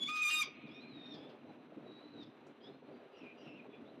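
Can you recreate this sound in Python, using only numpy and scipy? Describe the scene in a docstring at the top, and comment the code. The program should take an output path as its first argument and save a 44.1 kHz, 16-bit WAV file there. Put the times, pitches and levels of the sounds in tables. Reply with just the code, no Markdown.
"""A falcon's ledge high on a concrete tower, with a small camera microphone close to the birds.
The adult opens with a thin whistle from one side of its syrinx, then gives one harsh scream from the
other, overloading the microphone. The walls ring briefly and the towers around send back a faint echo.
The chicks beg with faint wavering whines; food is plucked once, and squeaks and hoarse wails join in.
Gusts buffet the ledge throughout, over the wash of the city far off."""
import sys
import numpy as np
from scipy import signal
from scipy.fft import rfft, irfft
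from scipy.io import wavfile

SR = 44100
rng = np.random.default_rng(int(sys.argv[2]) if len(sys.argv) > 2 else 0)


def materialize(psi):
    """Save the field psi as 16-bit PCM at rate SR to the path in sys.argv[1].

    A 1-D psi becomes a single channel; in a 2-D psi each row is a channel.
    """
    bounded = np.clip(np.atleast_2d(psi).T, -1, 1)
    quanta = np.round(bounded * 32767).astype(np.int16)
    wavfile.write(sys.argv[1], SR, quanta)


N = 176400
T = np.arange(N) / SR

# Wind on the ledge. Each row: time in seconds, low buffeting and the rush above it in relative dB.
GUST_LEVELS = [(0.0, -55.5, -58), (0.32, -68, -75), (0.37, -55.5, -99), (0.4, -61, -90.5),
               (0.48, -57.5, -53.5), (0.5, -57, -64.5), (0.64, -57.5, -63.5), (0.7, -56, -60),
               (0.87, -54, -58), (0.91, -51, -60.5), (1.05, -58, -59.5), (1.14, -52.5, -54.5),
               (1.35, -57.5, -53.5), (1.4, -60.5, -61), (1.5, -50, -59), (1.6, -60, -59.5),
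               (1.74, -55, -62), (1.79, -53.5, -59), (1.9, -52.5, -53.5), (1.94, -55, -64),
               (2.02, -66, -54.5), (2.04, -56, -56), (2.13, -59, -65.5), (2.16, -54.5, -55),
               (2.29, -55.5, -63.5), (2.32, -62.5, -62.5), (2.51, -57.5, -57), (2.54, -68, -67),
               (2.63, -65.5, -59), (2.71, -56, -56), (2.81, -67, -67.5), (2.91, -53, -53.5),
               (3.11, -67, -60.5), (3.24, -57, -54.5), (3.3, -61, -61), (3.39, -63, -55),
               (3.48, -51.5, -55.5), (3.61, -56, -60), (3.65, -60.5, -51.5), (3.7, -58.5, -61.5),
               (3.77, -60.5, -56.5), (3.79, -52.5, -55), (3.97, -58.5, -57.5), (4.0, -54, -58)]


def undb(db):
    """Decibels to gain."""
    return 10 ** (np.asarray(db) / 20)


def curve(rows):
    """Each column after the first, joined by straight lines in time."""
    rows = np.array(rows, float)
    return [np.interp(T, rows[:, 0], col) for col in rows.T[1:]]


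def gate(rows, fade_s=.008):
    """Open from a call's first row to its last."""
    return np.clip((T - rows[0][0]) / fade_s + 1, 0, 1) * np.clip((rows[-1][0] - T) / fade_s + 1, 0, 1)


def shaped(gain):
    """Unit noise with the given gain at each frequency."""
    hz = np.arange(N // 2 + 1) * SR / N + 1e-3
    x = irfft(rfft(rng.standard_normal(N)) * gain(hz), N)
    return x / x.std()


def noise(points):
    """Unit noise coloured by (Hz, dB) points."""
    hz, db = np.array(points, float).T
    return shaped(lambda f: undb(np.interp(np.log(f), np.log(hz), db)))


def wobble(rate_hz):
    """Unit random wobble, mostly slower than the given rate."""
    return shaped(lambda f: 1 / (1 + (f / rate_hz) ** 2))


def syrinx_phase(hz, jitter, rate_hz):
    """Phase of a syrinx whose pitch trembles."""
    return 2 * np.pi * np.cumsum(hz * (1 + jitter * wobble(rate_hz))) / SR


def husky(phase, husk, width_hz):
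    """A partial of unit power, part of which is smeared into a noisy skirt."""
    smear = husk * (wobble(width_hz) * np.sin(phase) + wobble(width_hz) * np.cos(phase))
    return (np.sqrt(2) * np.sin(phase) + smear) / np.sqrt(1 + husk ** 2)


def reflections(x, t60_s, delay_s, band_hz):
    """Diffuse reflections that start after a delay and die away."""
    age = T - delay_s
    response = rng.standard_normal(N) * (age > 0) * undb(-60 * np.maximum(age, 0) / t60_s)
    wet = signal.fftconvolve(x, response / np.linalg.norm(response))[:N]
    return signal.sosfilt(signal.butter(8, band_hz, "band", fs=SR, output="sos"), wet)


def background():
    """The background: the distant city's wash, swelling a little with the gusts, and apart from it a faint
    steady tone at 6 kHz."""
    # Colour of city and air. Each row: frequency in Hz, relative level in dB.
    colour = [(60, -16), (300, -18), (900, 1), (1300, -1), (1900, -6.5), (2700, -6.5), (3400, -13),
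              (4050, -11.5), (4400, -24.5), (5500, -30), (6100, -31.5), (6500, -35), (9000, -38),
              (15000, -40)]
    _, rush_db = curve(GUST_LEVELS)
    wash = noise(colour) * undb(-67.5 + 1.18 * wobble(29) + .29 * (rush_db - rush_db.mean()))
    return wash + undb(-98.5) * np.sin(2 * np.pi * 6000 * T)


def wind():
    """Gusts stir the hollow of the ledge: a low buffeting and a flickering rush above it."""
    # Colours of the two bands. Each row: frequency in Hz, relative level in dB.
    buffet_colour = [(30, -29), (55, -17), (75, -18.5), (100, -15), (128, -11.5), (146, -5), (170, -9),
                     (205, -7.5), (238, 2), (262, 0), (300, 0.5), (350, -6.5), (450, -40), (900, -73)]
    rush_colour = [(60, -69), (200, -35.5), (330, -4.5), (395, 7.5), (470, 2), (640, 0.5), (800, -5),
                   (1000, -18), (1600, -41), (3000, -74)]
    buffet_db, rush_db = curve(GUST_LEVELS)
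    buffet = noise(buffet_colour) * undb(buffet_db + 2.16 * wobble(8.7) - 1.18)
    rush = noise(rush_colour) * undb(rush_db + 1.8 * wobble(46) - 3)
    return buffet + rush


def puffs():
    """Dull bursts of turbulence thump on the ledge, each swelling fast and dying away."""
    # Each row: start in seconds, level in dB, centre frequency in Hz.
    bursts = [(0.644, -50.5, 249.2), (0.674, -59, 405), (1.488, -54, 615), (1.712, -55, 480),
              (1.764, -44.5, 290), (2.15, -55.5, 280), (2.685, -57, 323), (2.819, -58, 526),
              (3.683, -50, 287)]
    rise_s, width_octaves = .0081, .46
    out = np.zeros(N)
    for start, db, hz in bursts:
        age = np.maximum(T - start, 0) / rise_s
        turbulence = shaped(lambda f: np.exp(-(np.log2(f / hz) / width_octaves) ** 2 / 2))
        out += undb(db) * age * np.exp(1 - age) * turbulence
    return out


def ledge_ring(adult, young):
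    """The concrete walls close around the birds ring briefly."""
    adult_ring = reflections(adult, t60_s=.2, delay_s=.015, band_hz=(860, 5820))
    young_ring = reflections(young, t60_s=.36, delay_s=.0018, band_hz=(970, 7500))
    return undb(-9.5) * adult_ring + undb(-7.5) * young_ring


def tower_echoes(adult):
    """One tower's face returns the strongest partial; returns from further off blur in moving air."""
    blurred = adult * (1 + wobble(360))
    face = reflections(adult, t60_s=.4, delay_s=.41, band_hz=(2340, 2560))
    streets = reflections(blurred, t60_s=2.9, delay_s=.11, band_hz=(1100, 3440))
    return undb(-28.5) * face + undb(-27) * streets


def pluck():
    """A brief dry rustle as the food is plucked."""
    start_s, rise_s, decay_s = 2.466, .0009, .018
    age = np.maximum(T - start_s, 0)
    rustle = noise([(2000, -28), (4500, 20), (5800, 24), (7500, 18), (13000, 1)])
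    return undb(-75) * rustle * (1 - np.exp(-age / rise_s)) * np.exp(-age / decay_s)


def chick_squeaks():
    """Faint thin squeaks, each one husky partial that swells and fades."""
    # Each row: middle in seconds, length in seconds, pitch in Hz, level in dB.
    squeaks = [(2.745, .08, 4130, -80), (2.87, .09, 4200, -83), (2.95, .08, 4650, -85),
               (3.16, 0.07, 4850, -83), (3.405, 0.056, 4840, -76)]
    out = np.zeros(N)
    for middle, length, hz, db in squeaks:
        swell = np.exp(-(2 * (T - middle) / length) ** 2)
        phase = syrinx_phase(hz, jitter=.0046, rate_hz=84)
        out += undb(db) * swell * husky(phase, .53, 230)
    return out


def chick_wails():
    """Hoarse wails: two trembling partials, each about half noise."""
    # One list a wail. Each row: time in seconds, pitch in Hz, first and second partials in dB.
    wails = [
        [(3.14, 2850, -68.5, -102), (3.185, 2783, -65, -77), (3.212, 2725, -64, -82), (3.243, 2427, -60, -92),
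         (3.305, 2454, -61, -98), (3.33, 2560, -67, -104)],
        [(3.38, 2860, -68, -84), (3.43, 2806, -65, -79), (3.475, 2703, -58.5, -81), (3.515, 2600, -64.5, -85),
         (3.565, 2750, -63, -96), (3.602, 2464, -58.5, -98), (3.625, 2430, -71, -113)],
        [(3.725, 2544, -72, -107), (3.748, 2520, -59, -101), (3.775, 2370, -86, -102)],
    ]
    out = np.zeros(N)
    for call in wails:
        hz, first_db, second_db = curve(call)
        phase = syrinx_phase(hz, jitter=.014, rate_hz=144)
        first = undb(first_db) * husky(phase, undb(-.5), 290)
        second = undb(second_db) * husky(2 * phase, 1, 300)
        out += gate(call) * (first + second)
    return out


def chick_whines():
    """Thin gliding whines that turn husky as the pitch sags and crack into a rasp when it drops fast."""
    # One list a whine. Each row: time in seconds, pitch in Hz, second and third partials in relative dB.
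    whines = [
        [(.55, 2048, -78, -95), (.655, 2020, -76, -97), (.68, 1802, -61, -87), (.7, 1660, -64, -81),
         (.73, 1730, -66, -77), (.75, 1836, -61, -77), (.788, 1825, -61, -77), (.82, 2030, -63, -95),
         (.895, 2095, -68.5, -115), (.932, 1935, -62.5, -110), (1.0, 1854, -57, -92), (1.06, 1825, -55, -81),
         (1.09, 1842, -53.5, -72), (1.14, 1798, -57, -72), (1.168, 1660, -65, -72), (1.198, 1650, -66, -69),
         (1.215, 1708, -59, -76), (1.255, 1720, -59, -84), (1.29, 1810, -72, -100), (1.308, 1490, -65, -80),
         (1.335, 1380, -84, -79)],
        [(1.46, 2010, -90, -100), (1.505, 2000, -72, -100), (1.54, 2024, -88, -100)],
        [(1.85, 1955, -77, -99), (1.875, 1940, -64.5, -98), (1.948, 1925, -60.5, -97), (2.03, 1978, -63, -104),
         (2.13, 2003, -71, -101), (2.19, 1930, -61.5, -95), (2.228, 1837, -58.5, -88), (2.248, 1705, -65, -86),
         (2.285, 1720, -83, -88)],
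        [(2.603, 1560, -82, -90), (2.611, 1590, -60, -86), (2.627, 1625, -78, -75), (2.645, 1662, -60, -70),
         (2.668, 1700, -60, -77), (2.688, 1870, -68, -96), (2.705, 2030, -80, -99)],
        [(3.705, 1715, -76, -102), (3.745, 1715, -67, -102), (3.772, 1712, -71, -111)],
        [(3.855, 1715, -80, -104), (3.875, 1810, -66, -101), (3.9, 2000, -71, -125)],
    ]
    # Colour of the crack. Each row: frequency in Hz, relative level in dB.
    crack_colour = [(2000, -25), (3300, -2), (4300, 0), (5100, -4), (6500, -22), (9000, -45)]
    husky_below_hz, crack_below_hz, range_hz, full_crack_hz_per_s = 1760, 1950, 200, 5000
    calling = sum(map(gate, whines))
    contours = sum(gate(call) * np.array(curve(call)) for call in whines)
    hz, second_db, third_db = contours / np.maximum(calling, 1e-9)
    phase = syrinx_phase(hz, jitter=.007, rate_hz=89.6)
    husk = undb(-11) + .6 * np.clip((husky_below_hz - hz) / range_hz, 0, 1)
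    second = husky(2 * phase, husk, 330)
    first = undb(-17) * husky(phase, .61, 140)
    fourth = undb(-47) * husky(4 * phase, husk, 300)
    third = husky(3 * phase, husk + .35, 260)
    voice = undb(second_db) * (first + second + fourth) + undb(third_db) * third
    falling = np.clip(-np.gradient(hz) * SR / full_crack_hz_per_s, 0, 1)
    low = np.clip((crack_below_hz - hz) / range_hz, 0, 1)
    voice += falling * low * undb(second_db - 3) * noise(crack_colour)
    return calling * undb(-2.5 + 2.6 * wobble(35)) * voice


def opening_whistle():
    """A thin, nearly pure note from the other side of the syrinx opens the scream and fades under it."""
    # Each row: time in seconds, pitch in Hz, level in dB.
    note = [(0, 3465, -55.5), (.012, 3408, -43.5), (.033, 3402, -35), (.046, 3405, -46.5),
            (.058, 3480, -42), (.085, 3483, -44), (.112, 3490, -58.5), (.145, 3400, -65.5),
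            (.16, 3530, -78.5)]
    # Each row: multiple of the pitch, level in dB against the fundamental.
    overtones = [(2, -23), (3, -35)]
    hz, level_db = curve(note)
    phase = syrinx_phase(hz, jitter=.004, rate_hz=300)
    tone = np.sin(phase) + sum(undb(db) * np.sin(k * phase) for k, db in overtones)
    return np.sqrt(2) * tone * undb(level_db + wobble(150)) * gate(note)


def scream():
    """The adult's pressed tone, its energy jumping between partials, with rasp and a period-four growl."""
    # Each row: time in seconds, pitch in Hz.
    pitch = [(.06, 1110), (.076, 1105), (.086, 1214), (.105, 1237), (.122, 1226), (.14, 1247), (.2, 1230),
             (.228, 1254), (.24, 1206), (.28, 1214), (.305, 1235), (.34, 1237), (.39, 1229), (.412, 1218),
             (.425, 1178), (.44, 1078)]
    # The strong partials. Each row: time in seconds, then the first, second and third in relative dB.
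    strong_levels = [(.06, -71, -69, -57), (.078, -64, -46, -62), (.09, -44, -42, -57.5),
                     (.108, -42, -43.5, -57), (.125, -46.5, -44, -67.5), (.148, -42, -39.5, -60),
                     (.2, -43.5, -38.5, -52), (.213, -46, -38.5, -53), (.224, -49, -27, -68.5),
                     (.233, -42.5, -34, -39), (.243, -63, -33, -49), (.257, -41.5, -31.5, -47),
                     (.29, -43, -36.5, -39.5), (.298, -42.5, -38.5, -43.5), (.312, -60.5, -40, -47),
                     (.347, -41.5, -30, -40), (.36, -47, -44.5, -37.5), (.385, -46.5, -37.5, -38),
                     (.406, -37.5, -37.5, -34.5), (.414, -49, -34, -49), (.425, -87, -26, -52),
                     (.431, -62, -53, -44), (.437, -47.5, -45, -44.5), (.452, -75, -66, -71),
                     (.47, -88, -80, -84)]
    # Each row: time in seconds, then upper partials, rasp and growl in relative dB.
    harshness = [(0, -85, -68, -111), (.022, -83, -62, -103), (.036, -80, -50.5, -95),
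                 (.05, -83, -66, -101), (.078, -56, -62, -81), (.095, -62, -49, -86),
                 (.125, -57.5, -63.5, -81), (.17, -55, -49.5, -78), (.21, -61.5, -53.5, -73),
                 (.226, -52.5, -48.5, -74), (.26, -42, -53.5, -82), (.285, -43, -50, -85),
                 (.305, -55.5, -41, -39.5), (.345, -41.5, -56, -45), (.37, -49, -60, -43.5),
                 (.422, -42, -46, -59), (.432, -51.5, -42.5, -59), (.455, -82, -66.5, -60),
                 (.475, -90, -85, -100)]
    # Partials 4 to 12, each a relative level in dB.
    upper_levels = [6.5, 6.5, 2, -5, -28, -15.5, -13, -27, -21]
    # The ringing third partial's own overtones. Each row: multiple of the pitch, dB against the third.
    ring_overtones = [(6, -27), (9, -38)]
    # The growl's sidebands. Each row: multiple of the pitch, relative level in dB.
    sidebands = [(1.25, -15), (1.75, -15), (2.25, 0), (2.5, -10), (2.75, -11), (3.25, -16), (4.25, -14),
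                 (6.25, -14)]
    # Colour of the rasp. Each row: frequency in Hz, relative level in dB.
    rasp_colour = [(600, -63), (1200, -1), (1800, -3), (2600, 6), (4000, 1.5), (6000, -5), (8000, -12.5),
                   (10000, -15), (13500, -21)]
    phase = syrinx_phase(curve(pitch)[0], jitter=.0026, rate_hz=430)
    upper_gain, rasp_gain, growl_gain = undb(curve(harshness))
    strong_gains = undb(curve(strong_levels))
    strong = sum(gain * np.sin(k * phase) for k, gain in enumerate(strong_gains, 1))
    ring = strong_gains[-1] * sum(undb(db) * np.cos(k * phase) for k, db in ring_overtones)
    # The upper partials flicker, and the higher ones smear further into noise.
    upper = sum(undb(db + 3.5 * wobble(22)) * husky(k * phase, .14 * (k - 3), 260)
                for k, db in enumerate(upper_levels, 4))
    growl = sum(undb(db + 2 * wobble(40)) * np.sin(k * phase) for k, db in sidebands)
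    rasp = noise(rasp_colour) * (1 + .097 * np.sin(phase))
    voice = np.sqrt(2) * (strong + ring)
    voice += upper_gain * upper / upper.std() + growl_gain * growl / growl.std() + rasp_gain * rasp
    shimmer = undb(-.5 + 1.07 * wobble(190))
    return voice * shimmer * gate(harshness)


def scene():
    """The birds in their concrete corner, with the towers' echoes, the wind and the city, in mono."""
    adult = opening_whistle() + scream()
    young = chick_whines() + chick_wails() + chick_squeaks() + pluck()
    echoes = ledge_ring(adult, young) + tower_echoes(adult)
    return (adult + young + echoes + wind() + background() + puffs())[None]


def record(dry):
    """The camera microphone overloads on the scream, thins the bass and cuts the top."""
    ceiling, low_cut_hz, top_hz = .034, 98, 13800
    flattened = dry / (1 + (dry / ceiling) ** 8) ** (1 / 8)
    thinned = signal.sosfilt(signal.butter(4, low_cut_hz, "high", fs=SR, output="sos"), flattened)
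    return signal.sosfilt(signal.ellip(10, .2, 70, top_hz, fs=SR, output="sos"), thinned)


dry = scene()
out = record(dry)
materialize(out)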